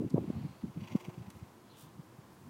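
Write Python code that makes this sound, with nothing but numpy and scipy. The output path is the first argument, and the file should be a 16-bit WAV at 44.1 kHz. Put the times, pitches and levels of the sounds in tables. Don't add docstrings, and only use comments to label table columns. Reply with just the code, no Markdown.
import sys
import numpy as np
from scipy import signal
from scipy.fft import rfft, irfft
from scipy.io import wavfile

SR = 44100
rng = np.random.default_rng(int(sys.argv[2]) if len(sys.argv) > 2 else 0)


def to_wav(sig):
    pcm = np.clip(np.atleast_2d(sig), -1, 1) * 32767
    pcm = np.round(pcm).astype(np.int16)
    wavfile.write(sys.argv[1], SR, pcm.T)


N = 110117
T = np.arange(N) / SR
FREQS = np.maximum(np.fft.rfftfreq(N, 1 / SR), 1)


def undb(db):
    return 10 ** (np.asarray(db) / 20)


def curve(rows):
    times, values = np.array(rows).T
    return np.interp(T, times, values)


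def noise(gain):
    spectrum = rfft(rng.standard_normal(N)) * gain
    shaped = irfft(spectrum, N)
    return shaped / np.std(shaped)


def colour(points):
    hz, db = np.array(points).T
    return undb(np.interp(np.log(FREQS), np.log(hz), db))


def resonance(hz, width_hz):
    return 1 / (1 + ((FREQS ** 2 - hz ** 2) / (FREQS * width_hz)) ** 2)


def walk(rate_hz):
    return noise(1 / (1 + (FREQS / rate_hz) ** 4))


def swell(at_s, half_s):
    return np.exp(-((T - at_s) / half_s) ** 2)


def cut(sound, hz, kind, order):
    sos = signal.butter(order, hz, kind, fs=SR, output="sos")
    return signal.sosfilt(sos, sound)


def hush():
    # pitch [Hz], relative level [dB per Hz]
    hush_tint = [(18, -58), (30, -26), (69, -17), (92, -4), (140, -0.5), (160, -17), (177, -0.5), (197, -3),
                 (263, -8), (341, -3.5), (420, -12), (455, -11.5), (656, -14.5), (1020, -12), (1140, -15),
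                 (1290, -17.5), (2180, -25), (2690, -27.5), (15500, -35.5)]
    level_db = -57.5 + 0.23 * walk(2.5)
    return noise(colour(hush_tint)) * undb(level_db)


def rustles():
    # start_s [s], attack_s [s], length_s from the start [s], level_db [dB],
    # release_s [s], low_hz [Hz], high_hz [Hz]
    rustle_rows = [(.095, .008, 0.013, -60.5, .003, 5020, 6050),
                   (1.264, 0.0011, 0.0035, -64.5, .004, 1200, 4000),
                   (1.301, 0.00079, 0.0043, -55, 0.0045, 980, 10300),
                   (1.33, .01, 0.057, -74, .02, 4000, 14000),
                   (1.771, .0005, 0.00092, -55.5, 0.0013, 3300, 8900),
                   (1.756, 0.036, 0.072, -61.5, 0.025, 3400, 16900),
                   (2.306, 0.017, 0.19, -78, .03, 4000, 16000)]
    grain_db, grain_rate_hz = 3, 370
    out = 0
    for start_s, attack_s, length_s, level_db, release_s, low_hz, high_hz in rustle_rows:
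        rise = np.clip((T - start_s) / attack_s, 0, 1)
        fall = np.exp(-np.maximum(T - start_s - length_s, 0) / release_s)
        grains = rng.standard_normal(N) * undb(grain_db * walk(grain_rate_hz))
        grains = cut(grains, low_hz, "high", order=2)
        grains = cut(grains, high_hz, "low", order=2)
        out = out + undb(level_db) * rise * fall * grains / np.std(grains)
    return out


def gusts():
    # peak_s [s], half_s half length [s], level_db [dB], edge_hz upper edge [Hz]
    gust_rows = [(0.016, 0.034, -38, 410), (0.058, 0.02, -33.5, 319), (0.124, 0.016, -43.5, 247),
                 (0.17, 0.032, -34.5, 333), (.176, 0.014, -38, 740), (0.207, 0.019, -41.5, 295),
                 (0.23, 0.034, -40.5, 352), (0.3, 0.014, -39, 325), (.37, 0.036, -38, 240),
                 (0.452, .018, -35.5, 235.5), (0.504, .02, -48.5, 240), (0.646, 0.015, -38, 312),
                 (0.678, 0.033, -46, 208), (0.771, 0.013, -41, 281), (0.819, 0.039, -44, 209),
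                 (0.935, 0.024, -42.5, 222), (1.217, 0.037, -46, 230), (1.284, 0.01, -45, 184),
                 (1.366, 0.012, -46.5, 192), (1.432, 0.018, -46, 169), (1.862, 0.032, -51.5, 184),
                 (1.975, .02, -51.5, 224), (2.495, 0.058, -50.5, 226)]
    low_cut_hz, slope = 94, 4.94
    out = 0
    for peak_s, half_s, level_db, edge_hz in gust_rows:
        below = 1 + (low_cut_hz / FREQS) ** 8
        above = 1 + (FREQS / edge_hz) ** (2 * slope)
        rumble = noise(1 / np.sqrt(below * above))
        out = out + rumble * swell(peak_s, half_s) * undb(level_db)
    return out


def eddies():
    # centre_s [s], level_db before the low cut [dB], pitch_hz at the centre [Hz], edge strength [0-1]
    eddy_rows = [(.005, -26, 165, 0.66), (.025, -34, 442, 0), (0.049, -32, 300, 0.1),
                 (0.1449, -16, 157, 0.75), (.160, -31.5, 305, 0.9), (0.1811, -19, 418, 0.11),
                 (.244, -29.5, 296, 0.12), (.280, -29.5, 197, 0), (.303, -25.5, 238, 0.39),
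                 (.379, -30, 157, 0.1), (0.415, -30, 148, 0.1), (.453, -27, 153, 0.05),
                 (0.641, -29, 221, 0), (.775, -30, 147, 0.4), (0.9544, -16, 215, 0.18),
                 (1.086, -29, 148, 0.4), (1.18, -34, 149, 0.22), (1.997, -34.5, 151, 0.06),
                 (2.19, -39.5, 130, 0.2)]
    rise_cycles, fall_cycles, edge_cycles = 0.4, 0.55, 0.4
    sag, low_cut_hz = 0.22, 129
    turns = rng.random(len(eddy_rows))
    out = 0
    for (centre_s, level_db, pitch_hz, edge), turn in zip(eddy_rows, turns):
        cycles = np.clip((T - centre_s) * pitch_hz, -12, 12)
        envelope = 1 / np.cosh(cycles / np.where(cycles < 0, rise_cycles, fall_cycles))
        phase = 2 * np.pi * (cycles - sag * np.hypot(cycles, .5) + turn)
        bright = edge * np.sin(2 * phase) / np.cosh(2 * cycles / edge_cycles)
        out = out + undb(level_db) * envelope * (np.sin(phase) + bright)
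    return cut(out, low_cut_hz, "high", order=3)


def hum():
    pitch_hz = 358 + 12.93 / 2 * walk(16)
    phase = np.cumsum(pitch_hz) / SR
    tone = np.sqrt(2) * np.sin(2 * np.pi * phase)
    level_db = -59 + 2 * walk(5)
    return tone * swell(at_s=0.98, half_s=0.28) * undb(level_db)


def draws():
    # peak_s [s], half_s half length [s], level_db [dB], centre_hz [Hz], width_hz [Hz]
    draw_rows = [(0.36, 0.19, -68.5, 2540, 1500), (0.45, 0.22, -73.5, 4260, 1100),
                 (0.37, 0.15, -60, 700, 650), (1.715, 0.019, -66.5, 4100, 450),
                 (1.785, 0.11, -68, 3250, 1200)]
    out = 0
    for peak_s, half_s, level_db, centre_hz, width_hz in draw_rows:
        breath = noise(resonance(centre_hz, width_hz))
        out = out + breath * swell(peak_s, half_s) * undb(level_db)
    return out


def nostril_opening():
    # time_s [s], rate [flaps per second]
    flutter_rows = [(.81, 31.6), (.9, 23.7), (.98, 23.2), (1.04, 22), (1.15, 22), (1.25, 26.3),
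                    (1.33, 22.5)]
    first_flap_s, sharpness = .81, 2.6
    phase = np.cumsum(curve(flutter_rows)) / SR
    phase -= np.interp(first_flap_s, T, phase)
    pulses = np.abs(np.cos(np.pi * phase)) ** (2 * sharpness)
    scatter_db = .5 * walk(6.7)
    return pulses * undb(scatter_db)


def leaky_flow(opening, leak):
    return leak + (1 - leak) * opening


def ring(modes):
    power = sum((undb(db) * resonance(hz, width_hz)) ** 2 for hz, width_hz, db in modes)
    return noise(np.sqrt(power))


def snort():
    # time_s [s], level_db [dB]
    blow_rows = [(.775, -70), (.805, -59.5), (.84, -57), (.925, -54.5), (1.0, -59), (1.055, -57.5),
                 (1.095, -64), (1.27, -67), (1.44, -69.5), (1.55, -85)]
    # pitch_hz [Hz], width_hz [Hz], relative level_db [dB]
    nostril_modes = [(2120, 310, -1), (2600, 900, -3), (3330, 290, -7.5), (3950, 330, -12.5),
                     (4610, 270, -8.5), (5850, 630, -12.5)]
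    # pitch_hz [Hz], width_hz [Hz], relative level_db [dB]
    nose_modes = [(540, 560, -5.5), (850, 400, -2.5), (1037, 150, -2)]
    # pitch_hz [Hz], relative level_db [dB]
    spray_tint = [(3000, -29), (5000, -4.5), (6800, -3), (9000, -11), (15000, -9.5)]
    nostril_leak, nose_leak = .32, 0.37
    nose_db, nose_lag_s = 4, 0.043
    spray_db, spray_peak_s, spray_half_s = -63.5, 0.99, 0.14

    opening = nostril_opening()
    nostril_flow = leaky_flow(opening, nostril_leak)
    force = undb(curve(blow_rows))
    nostrils = ring(nostril_modes) * force * nostril_flow

    late_force = np.interp(T - nose_lag_s, T, force)
    nose = ring(nose_modes) * late_force * leaky_flow(opening, nose_leak) * undb(nose_db)

    spray = noise(colour(spray_tint)) * swell(spray_peak_s, spray_half_s)
    spray = spray * nostril_flow * undb(spray_db)
    wet_grain = undb(2.2 * walk(270))
    return (nostrils + spray) * wet_grain + nose


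def scene():
    background = hush() + rustles()
    wind = gusts() + eddies()
    horse = hum() + draws() + snort()
    return (background + wind + horse)[None]


def record(dry):
    top_hz = 15850
    sos = signal.ellip(10, .2, 70, top_hz, fs=SR, output="sos")
    return signal.sosfilt(sos, dry)


dry = scene()
out = record(dry)
to_wav(out)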